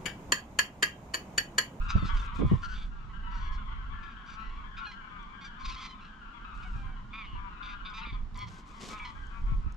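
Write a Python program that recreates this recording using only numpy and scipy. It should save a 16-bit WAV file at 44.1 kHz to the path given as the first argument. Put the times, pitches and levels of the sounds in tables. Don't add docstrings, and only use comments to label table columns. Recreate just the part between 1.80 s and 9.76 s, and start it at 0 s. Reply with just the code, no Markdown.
import sys
import numpy as np
from scipy import signal
from scipy.fft import rfft, irfft, next_fast_len
from scipy.io import wavfile
from scipy.ndimage import uniform_filter1d

SR = 44100
rng = np.random.default_rng(int(sys.argv[2]) if len(sys.argv) > 2 else 0)


def put_to_file(sound):
    columns = np.atleast_2d(sound).T
    safe = np.clip(columns, -1, 1)
    whole_steps = np.round(safe * 32767)
    wavfile.write(sys.argv[1], SR, whole_steps.astype(np.int16))


def invert_db(x):
    u = np.asarray(x, float) / 20
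    return 10 ** u


N = 351036

# [Hz, dB per Hz]
AIR_SPECTRUM = [(40, -18), (70, -4.5), (110, -6), (210, -1), (330, -11), (550, -22), (1000, -10),
                (2500, -25.5), (4200, -30), (7600, -39), (8200, -50), (11000, -52.5), (15000, -73.5)]
# [Hz, 0-1]
AIR_COHERENCE = [(60, 1), (250, 0.93), (500, 0.61), (1000, 0.19), (4000, 0.22), (8000, 0.17)]
AIR_DB = -56
DRONE_HZ, DRONE_WIDTH_HZ, DRONE_DB = 192, 59, -61

# [s, dB, s, dB]
GUSTS = [(0.0, -30.5, 0.17, -5.5), (0.18, -29, 0.049, 7.5), (0.35, -26.5, 0.15, -16),
         (0.66, -34, 0.19, 1.5), (0.9, -36, 0.48, -11.5), (1.35, -41.5, 0.23, -7), (1.72, -32, 0.41, -11),
         (2.08, -35.5, 0.22, -10.5), (2.75, -39, 0.25, -18), (3.3, -51, 1, -10), (3.88, -37.5, 0.088, -5),
         (4.97, -36, 0.31, -4), (5.56, -37.5, 0.14, -8), (5.95, -47, 0.96, -11), (6.42, -34.5, 0.15, -12),
         (6.65, -51, 0.13, 9.5), (7.35, -44, 0.38, -5), (7.71, -25, 0.13, -13.5), (7.87, -37.5, 0.17, -27)]
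# [s, dB, Hz, dB, s]
SLAPS = [(0.156, -10.5, 77.4, -5, 0.014), (0.171, -23, 99.6, -7, 0.015), (0.224, -19.5, 147, -4, 0.023),
         (0.256, -30.5, 98.5, -26, 0.012), (0.587, -22, 210, -10, 0.039), (0.611, -17, 197, -8.5, 0.035),
         (0.646, -13, 99.6, 1.5, 0.03), (0.648, -28, 300, -7, 0.0094), (0.716, -18.5, 254, -8.5, 0.014),
         (0.16, -26, 254, -8, 0.012), (0.666, -31, 109, -14, 0.041), (0.715, -10.5, 111, 0, 0.021),
         (0.726, -11.5, 100, -1, 0.027), (1.23, -43.5, 94.2, -9, 0.045), (4.948, -30.5, 88, -9, 0.035),
         (6.324, -27.5, 99, 0, 0.023), (5.549, -37, 72.7, -4, 0.026), (7.715, -20.5, 61.5, 10.5, 0.033),
         (7.779, -32, 102, -7, 0.034), (7.69, -34, 128, -1, 0.023), (5.535, -31, 60, 0, 0.012),
         (3.87, -33, 45, -3, 0.039), (6.27, -41.5, 243, -12, 0.021), (7.86, -22, 73, -8.5, 0.032)]
LULL_DB, LULL_FLUTTER_DB = -54.5, -64
GUST_FLANK_DB = 12.5

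# [s, s, dB]
RUBS = [(0.02, 0.051, -62.5), (0.665, 0.4, -63), (7.287, 0.54, -68), (.24, 0.093, -63), (0.351, 0.11, -58),
        (0.553, 0.048, -56.5), (4.75, 0.27, -65.5), (6.69, 0.11, -57), (6.872, 0.11, -60.5),
        (7.013, 0.12, -45.5), (7.176, 0.075, -63)]
# [Hz, dB per Hz]
CLOTH_SPECTRUM = [(100, -18.5), (200, 1.5), (600, -11.5), (1500, -16), (4000, -15), (7600, -20),
                  (8400, -27.5), (12000, -37), (15000, -52)]
# [s, dB, Hz]
TICKS = [(1.1344, -69, 5230), (3.429, -61, 5900), (6.545, -47, 3870), (6.575, -48.5, 7200),
         (6.5904, -44, 5520), (6.6847, -53, 5840), (6.8893, -58, 6030), (7.19, -54, 6000),
         (7.4694, -57, 6560), (7.9229, -51.5, 6470), (7.9444, -59, 5280)]
RUB_ATTACK_DB_PER_S, RUB_SAG_DB_PER_S, RUB_RELEASE_DB_PER_S = 894, 6, 501

# [s, dB]
CHORUS_LEVEL = [(0.0, -46), (0.22, -43.5), (0.82, -48.5), (1.09, -60), (1.62, -48.5), (2.22, -53),
                (3.97, -53), (4.3, -56), (4.75, -50.5), (5.25, -57), (5.52, -55.5), (6.15, -48.5),
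                (6.36, -56), (6.47, -68.5), (7.21, -49.5), (7.5, -57.5), (7.96, -63)]
# [Hz, dB]
CHORUS_SPECTRUM = [(700, -15.5), (980, 1.5), (1500, 0), (1900, -6), (2500, -7), (3400, 3), (5000, -12),
                   (8000, -17)]

# start t/s, length/s, level/dB, pitch f/Hz, windpipe resonance spacing f/Hz [s, s, dB, Hz, Hz]
LEFT_HONKS = [(0.1, 0.24, -44.5, 222.7, 1360), (1.43, 0.14, -48.5, 222.3, 1320),
              (1.87, 0.17, -59.5, 223, 1210), (2.12, 0.19, -51.5, 228, 1303),
              (2.55, 0.12, -44.5, 220, 1253), (2.75, 0.14, -53.5, 236.5, 1160),
              (3.2, 0.093, -50.5, 211, 1110), (3.3, 0.095, -46.5, 206, 1137),
              (3.48, 0.093, -51, 209.5, 1145), (3.6, 0.062, -58, 287, 1060), (4.45, 0.4, -54, 233, 1310),
              (5.55, .15, -48, 198, 1160), (5.8, 0.16, -47.5, 206.5, 1410), (6.33, 0.064, -53, 209, 1130),
              (6.88, 0.065, -55.5, 210, 1230), (7.35, .05, -51, 215, 1180), (7.5, 0.11, -50, 229, 1210),
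              (7.66, .1, -50, 223, 1174), (7.81, 0.11, -54.5, 215.4, 1244)]
LEFT_YELPS = [(6.205, .07, -46, 1420, 1420), (6.05, .07, -50, 1480, 1480), (0.83, 0.047, -40.5, 1390, 1350),
              (0.89, 0.058, -43, 1506, 1480), (3.0, 0.066, -43.5, 1450, 1500), (1.65, 0.12, -54, 845, 1650),
              (7.385, .1, -53, 790, 1560), (2.97, 0.1, -46, 680, 1430), (3.78, .14, -42.5, 1060, 1180),
              (3.96, 0.081, -49.5, 1050, 1150), (6.57, 0.085, -41.5, 1030, 1030),
              (5.55, .15, -47, 995, 1100), (5.8, .155, -47, 1035, 1035), (1.55, .09, -50, 1500, 1640),
              (2.12, 0.17, -55, 1740, 1720), (6.7, 0.1, -58, 775, 1360)]
RASPS = [(0.15, .05, -57, 225, 1150), (5.825, .125, -60, 200, 1500), (0.081, 0.044, -40, 205.2, 1240),
         (0.24, 0.069, -51, 217.4, 1270), (0.362, 0.026, -45, 229, 1220), (0.817, 0.051, -48, 223.4, 1520),
         (0.88, 0.11, -52.5, 225, 1520), (1.5, 0.085, -61, 213.4, 1130), (1.56, 0.13, -58.5, 226, 1470),
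         (1.712, 0.053, -56, 221, 1075), (2.455, 0.11, -53.5, 222, 1175), (2.962, .045, -56, 221.5, 1700),
         (3.783, 0.075, -57, 253, 1150), (3.97, 0.11, -50, 237, 1200), (4.08, 0.053, -56.5, 205, 1030),
         (6.547, 0.04, -52, 203.2, 1136), (6.66, 0.03, -51, 228, 1100)]
HONKS = [(3.0, 0.12, -61, 362, 1430), (3.11, 0.04, -52, 254, 1050), (3.606, 0.046, -49.5, 276, 1143),
         (3.955, 0.13, -50.5, 261.1, 1070), (6.134, 0.075, -45, 219, 1225),
         (6.578, 0.077, -48.5, 205, 1095), (7.245, 0.06, -47.5, 250, 1037)]
SLIDES = [
    (5.328, 0.115, -46, 222, 1170),
    (3.96, .125, -57, 1125, 1690),
]
YELPS = [(0.186, 0.118, -56, 900, 1135), (0.388, 0.052, -55, 892, 1190), (0.56, 0.11, -72, 1038, 1000),
         (3.64, 0.046, -52, 396, 1170), (6.095, 0.025, -55, 735, 1194)]
MUTTERS = [(2.22, 0.12, -60.5, 233.7, 1200), (2.58, 0.21, -60, 230.3, 1375), (4.2, 0.097, -59, 209, 1350),
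           (4.82, 0.033, -55.5, 241, 1210)]
FAR_HONKS = [(2.97, 0.081, -49, 222, 1200), (6.548, 0.03, -50, 203.5, 1050), (7.1, 0.084, -50.5, 212, 1200),
             (7.18, 0.081, -52.5, 211.6, 1127)]
FAR_YELPS = [
    (3.063, .048, -46, 830, 1385),
    (3.96, .125, -56, 1045, 2090),
]
BURRS = [
    (5.44, .03, -56, 200, 1230),
]
FALLS = [(3.9, 0.057, -56, 843, 1290), (4.088, .06, -57.5, 1030, 1540), (4.843, .045, -53.5, 746, 744),
         (4.95, .095, -55.5, 804, 813), (5.04, .11, -58, 781, 784), (5.15, 0.047, -69, 1080, 1590),
         (5.96, 0.051, -66, 1106, 1640)]
PINCHED = [(0.94, .118, -53, 231.3, 1157), (3.042, .035, -54, 240, 1420), (5.822, .06, -51, 195, 1190),
           (6.047, .055, -49, 213.6, 1195), (6.255, .065, -53, 230, 1190), (6.32, .043, -55, 229, 1150),
           (6.19, .035, -54, 220, 1110)]
CLIMBS = [(2.965, .042, -48, 230, 1240), (5.875, .08, -51, 205, 1210), (6.205, .05, -49, 245, 1300),
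          (7.17, .035, -56, 230, 1380)]
DULL_SLIDES = [(5.435, .035, -51, 203, 1090), (7.098, .072, -52, 229, 1140), (7.193, .075, -48, 212, 1130),
               (6.245, .075, -47, 238, 1150)]
DROOPS = [
    (1.43, .055, -61, 1000, 1470),
    (5.43, .158, -57, 208, 1450),
]
TORN = [
    (3.84, .085, -47, 250, 1150),
    (3.9, .07, -52, 240, 1260),
]
SHRILL = [
    (4.04, .087, -59, 1025, 1360),
    (3.83, .045, -57, 1040, 1400),
]

RASP, HONK, SLIDE, YELP = (.5, .03, .05, .42), (.07, .015, .02, .42), (.04, .05, .115, .48), (.045, .005, .095, .12)
MUTTER, LEFT, LEFT_YELP = (.4, .05, .05, .42), (.09, .025, .025, .42), (.06, .012, .04, .42)
BURR, FALL = (.25, .025, .035, .42), (.02, -.032, .04, .42)
PINCH, CLIMB, DULL_SLIDE = (.2, .03, .03, .4), (.22, .07, .01, .85), (.06, .03, .08, .2)
DROOP, TEAR, SHRIEK = (.05, .03, .11, .55), (.7, .02, .2, .15), (.06, .01, .05, .25)
# brightest f/Hz, level change over the call/dB, fall-off below and above the brightest f/dB
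RASP_VOICE, HONK_VOICE, SLIDE_VOICE = (4640, 1.8, 2.35, 31), (3301, -2.5, 6, 28), (2550, -6, 16, 44)
YELP_VOICE, MUTTER_VOICE, FAR_VOICE = (4296, -6, 11.5, 31), (2478, -5, 14, 19.5), (1600, 8.5, 0.84, 20)
FAR_YELP_VOICE, LEFT_VOICE, LEFT_YELP_VOICE = (2600, 1, 2.5, 29), (1687, 0.5, -4.5, 31), (1397, 5.5, -7, 37)
BURR_VOICE, FALL_VOICE = (3500, 0.1, 12, 42), (2302, 0, 1.5, 46)
PINCH_VOICE, CLIMB_VOICE, DULL_VOICE = (3550, -1.5, 36, 90), (3100, 1.5, 14, 50), (2250, -3, 20, 70)
DROOP_VOICE, TEAR_VOICE, SHRIEK_VOICE = (2900, -3, 50, 80), (4000, -3, 12, 30), (4100, -3, 50, 60)
WAVER_DB, WAVER_SHARE = 2.3, .004


def evened(x):
    return x / np.sqrt(np.mean(x ** 2) + 1e-20)


def read(points, hz):
    f, value = np.transpose(points)
    return np.interp(np.log(hz + 1), np.log(f + 1), value)


def along(rows, column):
    rows = np.array(rows)
    return np.interp(np.arange(N) / SR, rows[:, 0], rows[:, column])


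def add(mix, s, sound):
    part = mix[..., max(round(s * SR), 0):][..., :sound.shape[-1]]
    part += sound[..., :part.shape[-1]]


def coloured(x, gain):
    size = next_fast_len(x.shape[-1])
    spectrum = rfft(x, size) * gain(np.fft.rfftfreq(size, 1 / SR))
    return irfft(spectrum, size)[..., :x.shape[-1]]


def pair(same):
    size = next_fast_len(N)
    a, b = rfft(rng.standard_normal((2, N)), size)
    alike = np.clip(same(np.fft.rfftfreq(size, 1 / SR)), -1, 1)
    return irfft(np.array([a, alike * a + np.sqrt(1 - alike ** 2) * b]), size)[:, :N]


def air():
    wash = coloured(pair(lambda hz: read(AIR_COHERENCE, hz)), lambda hz: invert_db(read(AIR_SPECTRUM, hz)))
    drone = coloured(pair(lambda hz: 1 + 0 * hz),
                     lambda hz: 1 / (1 + (2 * (hz - DRONE_HZ) / DRONE_WIDTH_HZ) ** 2))
    return invert_db(AIR_DB) * evened(wash) + invert_db(DRONE_DB) * evened(drone)


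def gusts():
    s, db, width, flutter_db = np.array(GUSTS).T[:, :, None]
    t = np.arange(0, N + 64, 64) / SR
    swell = invert_db(2 * (db - GUST_FLANK_DB * abs((t - s) / width) ** 1.15))
    buffet_power = invert_db(2 * LULL_DB) + swell.sum(0)
    flutter_power = invert_db(2 * LULL_FLUTTER_DB) + (swell * invert_db(2 * flutter_db)).sum(0)
    return [np.interp(np.arange(N) / SR, t, np.sqrt(p)) for p in (buffet_power, flutter_power)]


def slap(peak_db, hz, pan_db, long):
    t = np.arange(0, 3 * abs(long), 1 / SR) / abs(long)
    knock = rng.standard_normal((2, SR // 4))[:, :len(t)] * t * np.exp(-3.5 * t)
    knock = coloured(knock, lambda f: (f / hz) ** 2 / (1 + (f / hz) ** 5))
    knock *= signal.windows.tukey(len(t), .3)
    knock /= abs(knock).max(axis=1)[:, None]
    return knock * invert_db(peak_db - 2.0 + np.array([[pan_db], [-pan_db]]) / 2)


def wind():
    slow = coloured(pair(lambda hz: 0.83 + 0 * hz), lambda hz: (hz / 28) ** 2 / (1 + (hz / 31) ** 5))
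    flutter = coloured(pair(lambda hz: .5 + 0 * hz), lambda hz: (hz / 65) ** 3 / (1 + (hz / 92) ** 6.5))
    flutter *= invert_db(4.0 * evened(uniform_filter1d(rng.standard_normal(N), 2500)))
    buffet_gain, flutter_gain = gusts()
    out = evened(slow) * buffet_gain * invert_db([[-.6], [1.8]]) + evened(flutter) * flutter_gain * invert_db(-6.0)
    for s, peak_db, hz, pan_db, long in SLAPS:
        add(out, s - .005, slap(peak_db, hz, pan_db, long))
    return out


def rubs():
    t, gain = np.arange(0, N + 32, 32) / SR, 0
    for s, long, db in RUBS:
        late = t - s
        attack_db = RUB_ATTACK_DB_PER_S * np.minimum(late, 0)
        sag_db = RUB_SAG_DB_PER_S * np.maximum(late, 0)
        release_db = RUB_RELEASE_DB_PER_S * np.maximum(late - long, 0)
        gain += invert_db(db + attack_db - sag_db - release_db)
    return np.interp(np.arange(N) / SR, t, gain)


def tick(peak_db, hz):
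    t = np.arange(500) / SR
    noise = coloured(rng.standard_normal(500), lambda f: (f / hz) ** 3 / (1 + (f / (1.13 * hz)) ** 8))
    snap = 0.86 * noise + 0.64 * np.sin(2 * np.pi * hz * t)
    return np.ones((2, 1)) * invert_db(peak_db + 3.5 - 60 * t / 0.012) * snap


def gear():
    grains = pair(lambda hz: 0.8 - 0.65 / (1 + (9500 / (hz + 1)) ** 6))
    grains *= invert_db(2.2 * evened(uniform_filter1d(rng.standard_normal(N), 90)))
    hiss = evened(coloured(grains, lambda hz: invert_db(read(CLOTH_SPECTRUM, hz))))
    out = hiss * rubs()
    for s, peak_db, hz in TICKS:
        add(out, s, tick(peak_db, hz))
    return out * invert_db([[.3], [-.3]])


def shore(x, t60=0.24):
    t = np.arange(SR // 2) / SR
    signs = rng.choice([-1., 1.], (2, len(t)))
    taps = signs * (rng.random((2, len(t))) < .04) * invert_db(-60 * t / t60)
    return signal.fftconvolve(x[None], taps / np.linalg.norm(taps[0]), axes=1)[:, :N]


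def chorus(count=125):
    mix, ends = np.zeros((2, N)), signal.windows.tukey(N, .002)
    for k, (late, long, high, kind, neck, loud) in enumerate(rng.random((count, 6))):
        s = (k + late) * N / SR / count - .1
        hz = (190 + 60 * high) * (1.2 if loud < .2 else 1)
        long = .06 + .11 * long
        arch = [(s, .95 * hz), (s + .3 * long, hz), (s + long, (.93 - .08 * kind) * hz)]
        effort = (9.0 * loud, 9.0 * loud - 4, 1900)
        add(mix[k % 2], s, honk(effort, (950 + 640 * neck ** 1.3, .1), *arch))
    mix = np.array([mix[0] + 0.2 * mix[1], mix[1] - 0.26 * mix[0]])
    mix = (mix + invert_db(-2.0) * shore(mix[0], t60=1.0)) * ends
    mix = coloured(mix, lambda hz: invert_db(read(CHORUS_SPECTRUM, hz)))
    mix /= np.sqrt(uniform_filter1d(mix ** 2, 9000, axis=1) + 1e-12)
    return mix * invert_db(along(CHORUS_LEVEL, 1) + np.array([[5.5], [-.5]]))


def honk(effort, voice, *rows, slope_db=-4, below_db=4.5, above_db=26):
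    (start_db, end_db, bright_hz), (pipe_hz, hoarse) = effort, voice
    s, pitch = np.transpose(rows)
    t = np.arange(s[0], s[-1] + .008, 1 / SR)
    hz = uniform_filter1d(np.interp(t, s, pitch), 500, mode="nearest")
    shake, puff, luck = rng.standard_normal((3, len(t)))
    waver = evened(uniform_filter1d(uniform_filter1d(luck, 500), 500))
    jitter = .13 * hoarse * evened(uniform_filter1d(shake, 200))
    turns = np.cumsum(hz * (1 + WAVER_SHARE * waver + jitter)) / SR

    top = 2 * int(12000 / hz.max()) + 1
    phase = (turns + .5) % 1 - .5
    pulses = np.sinc(top * phase) / np.sinc(phase)
    pulses *= invert_db(3 * hoarse * luck[(turns + .5).astype(int)])
    puffs = puff * np.exp(-(turns % 1) / .5)
    drive = evened(pulses) + 1.2 * hoarse * evened(puffs)

    f, frame_s, z = signal.stft(drive, SR, nperseg=512, noverlap=384)
    neck_hz = pipe_hz * (np.interp(s[0] + frame_s, t, hz) / hz.mean()) ** .8
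    f = f[:, None] + 1
    echo = .62 * (1 - .65 * hoarse) / (1 + (f / 8000) ** 2)
    pipe = 1 / (1 - echo * np.exp(-2j * np.pi * f / neck_hz)) ** 2
    octaves = np.log2(f / bright_hz)
    bend_db = np.where(octaves < 0, below_db, above_db) * octaves ** 2 / (1 + 1.07 * abs(octaves))
    beak_db = slope_db * np.log2(f / 1000) - bend_db
    z *= pipe * invert_db(beak_db) / (1 + (790 / f) ** 11) / (1 + (f / 8000) ** 6)
    sound = signal.istft(z, SR, nperseg=512, noverlap=384)[1][:len(t)]

    edge = np.minimum(np.minimum((t - t[0]) / (.006 + .02 * hoarse), (t[-1] - t) / .026), 1)
    return invert_db(np.linspace(start_db, end_db, len(t)) + WAVER_DB * waver) * evened(sound) * edge


def flock(kinds, gain_db):
    mix = np.zeros(N)
    for table, (bright_hz, fade_db, thin_db, dull_db), (hoarse, scoop, sag, turn) in kinds:
        for s, long, db, hz, pipe_hz in table:
            u = np.linspace(0, 1, num=9)
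            rise, fall = scoop * (1 - u / turn) ** 2, sag * ((u - turn) / (1 - turn)) ** 2
            arch = zip(s + u * long, hz * (1 - np.where(u < turn, rise, fall)))
            effort = (db - fade_db / 2, db + fade_db / 2, bright_hz)
            call = honk(effort, (pipe_hz, hoarse), *arch, below_db=thin_db, above_db=dull_db)
            add(mix, s, invert_db(gain_db) * call)
    return mix


def geese_left():
    return flock([(LEFT_HONKS, LEFT_VOICE, LEFT), (LEFT_YELPS, LEFT_YELP_VOICE, LEFT_YELP)], gain_db=2.0)


def geese_ahead():
    return flock([(RASPS, RASP_VOICE, RASP), (HONKS, HONK_VOICE, HONK), (SLIDES, SLIDE_VOICE, SLIDE),
                  (YELPS, YELP_VOICE, YELP), (MUTTERS, MUTTER_VOICE, MUTTER), (FAR_HONKS, FAR_VOICE, HONK),
                  (FAR_YELPS, FAR_YELP_VOICE, SHRIEK), (BURRS, BURR_VOICE, BURR), (FALLS, FALL_VOICE, FALL),
                  (PINCHED, PINCH_VOICE, PINCH), (CLIMBS, CLIMB_VOICE, CLIMB),
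                  (DULL_SLIDES, DULL_VOICE, DULL_SLIDE), (DROOPS, DROOP_VOICE, DROOP),
                  (TORN, TEAR_VOICE, TEAR), (SHRILL, SHRIEK_VOICE, SHRIEK)], gain_db=1.0)


def scene():
    around = air() + wind() + gear() + chorus()
    left = geese_left()
    ahead = geese_ahead()
    echoes = invert_db(-10) * shore(ahead + left)
    ahead_pair = np.array([np.roll(ahead, 1), ahead]) * invert_db([[-.4], [.4]])
    left_pair = left * np.array([[1], [-.1]])
    return ahead_pair + left_pair + echoes + around


def low_pass(x):
    return signal.sosfilt(signal.butter(12, 15050, fs=SR, output="sos"), x)


def record(dry):
    return low_pass(dry)


dry = scene()
out = record(dry)
put_to_file(out)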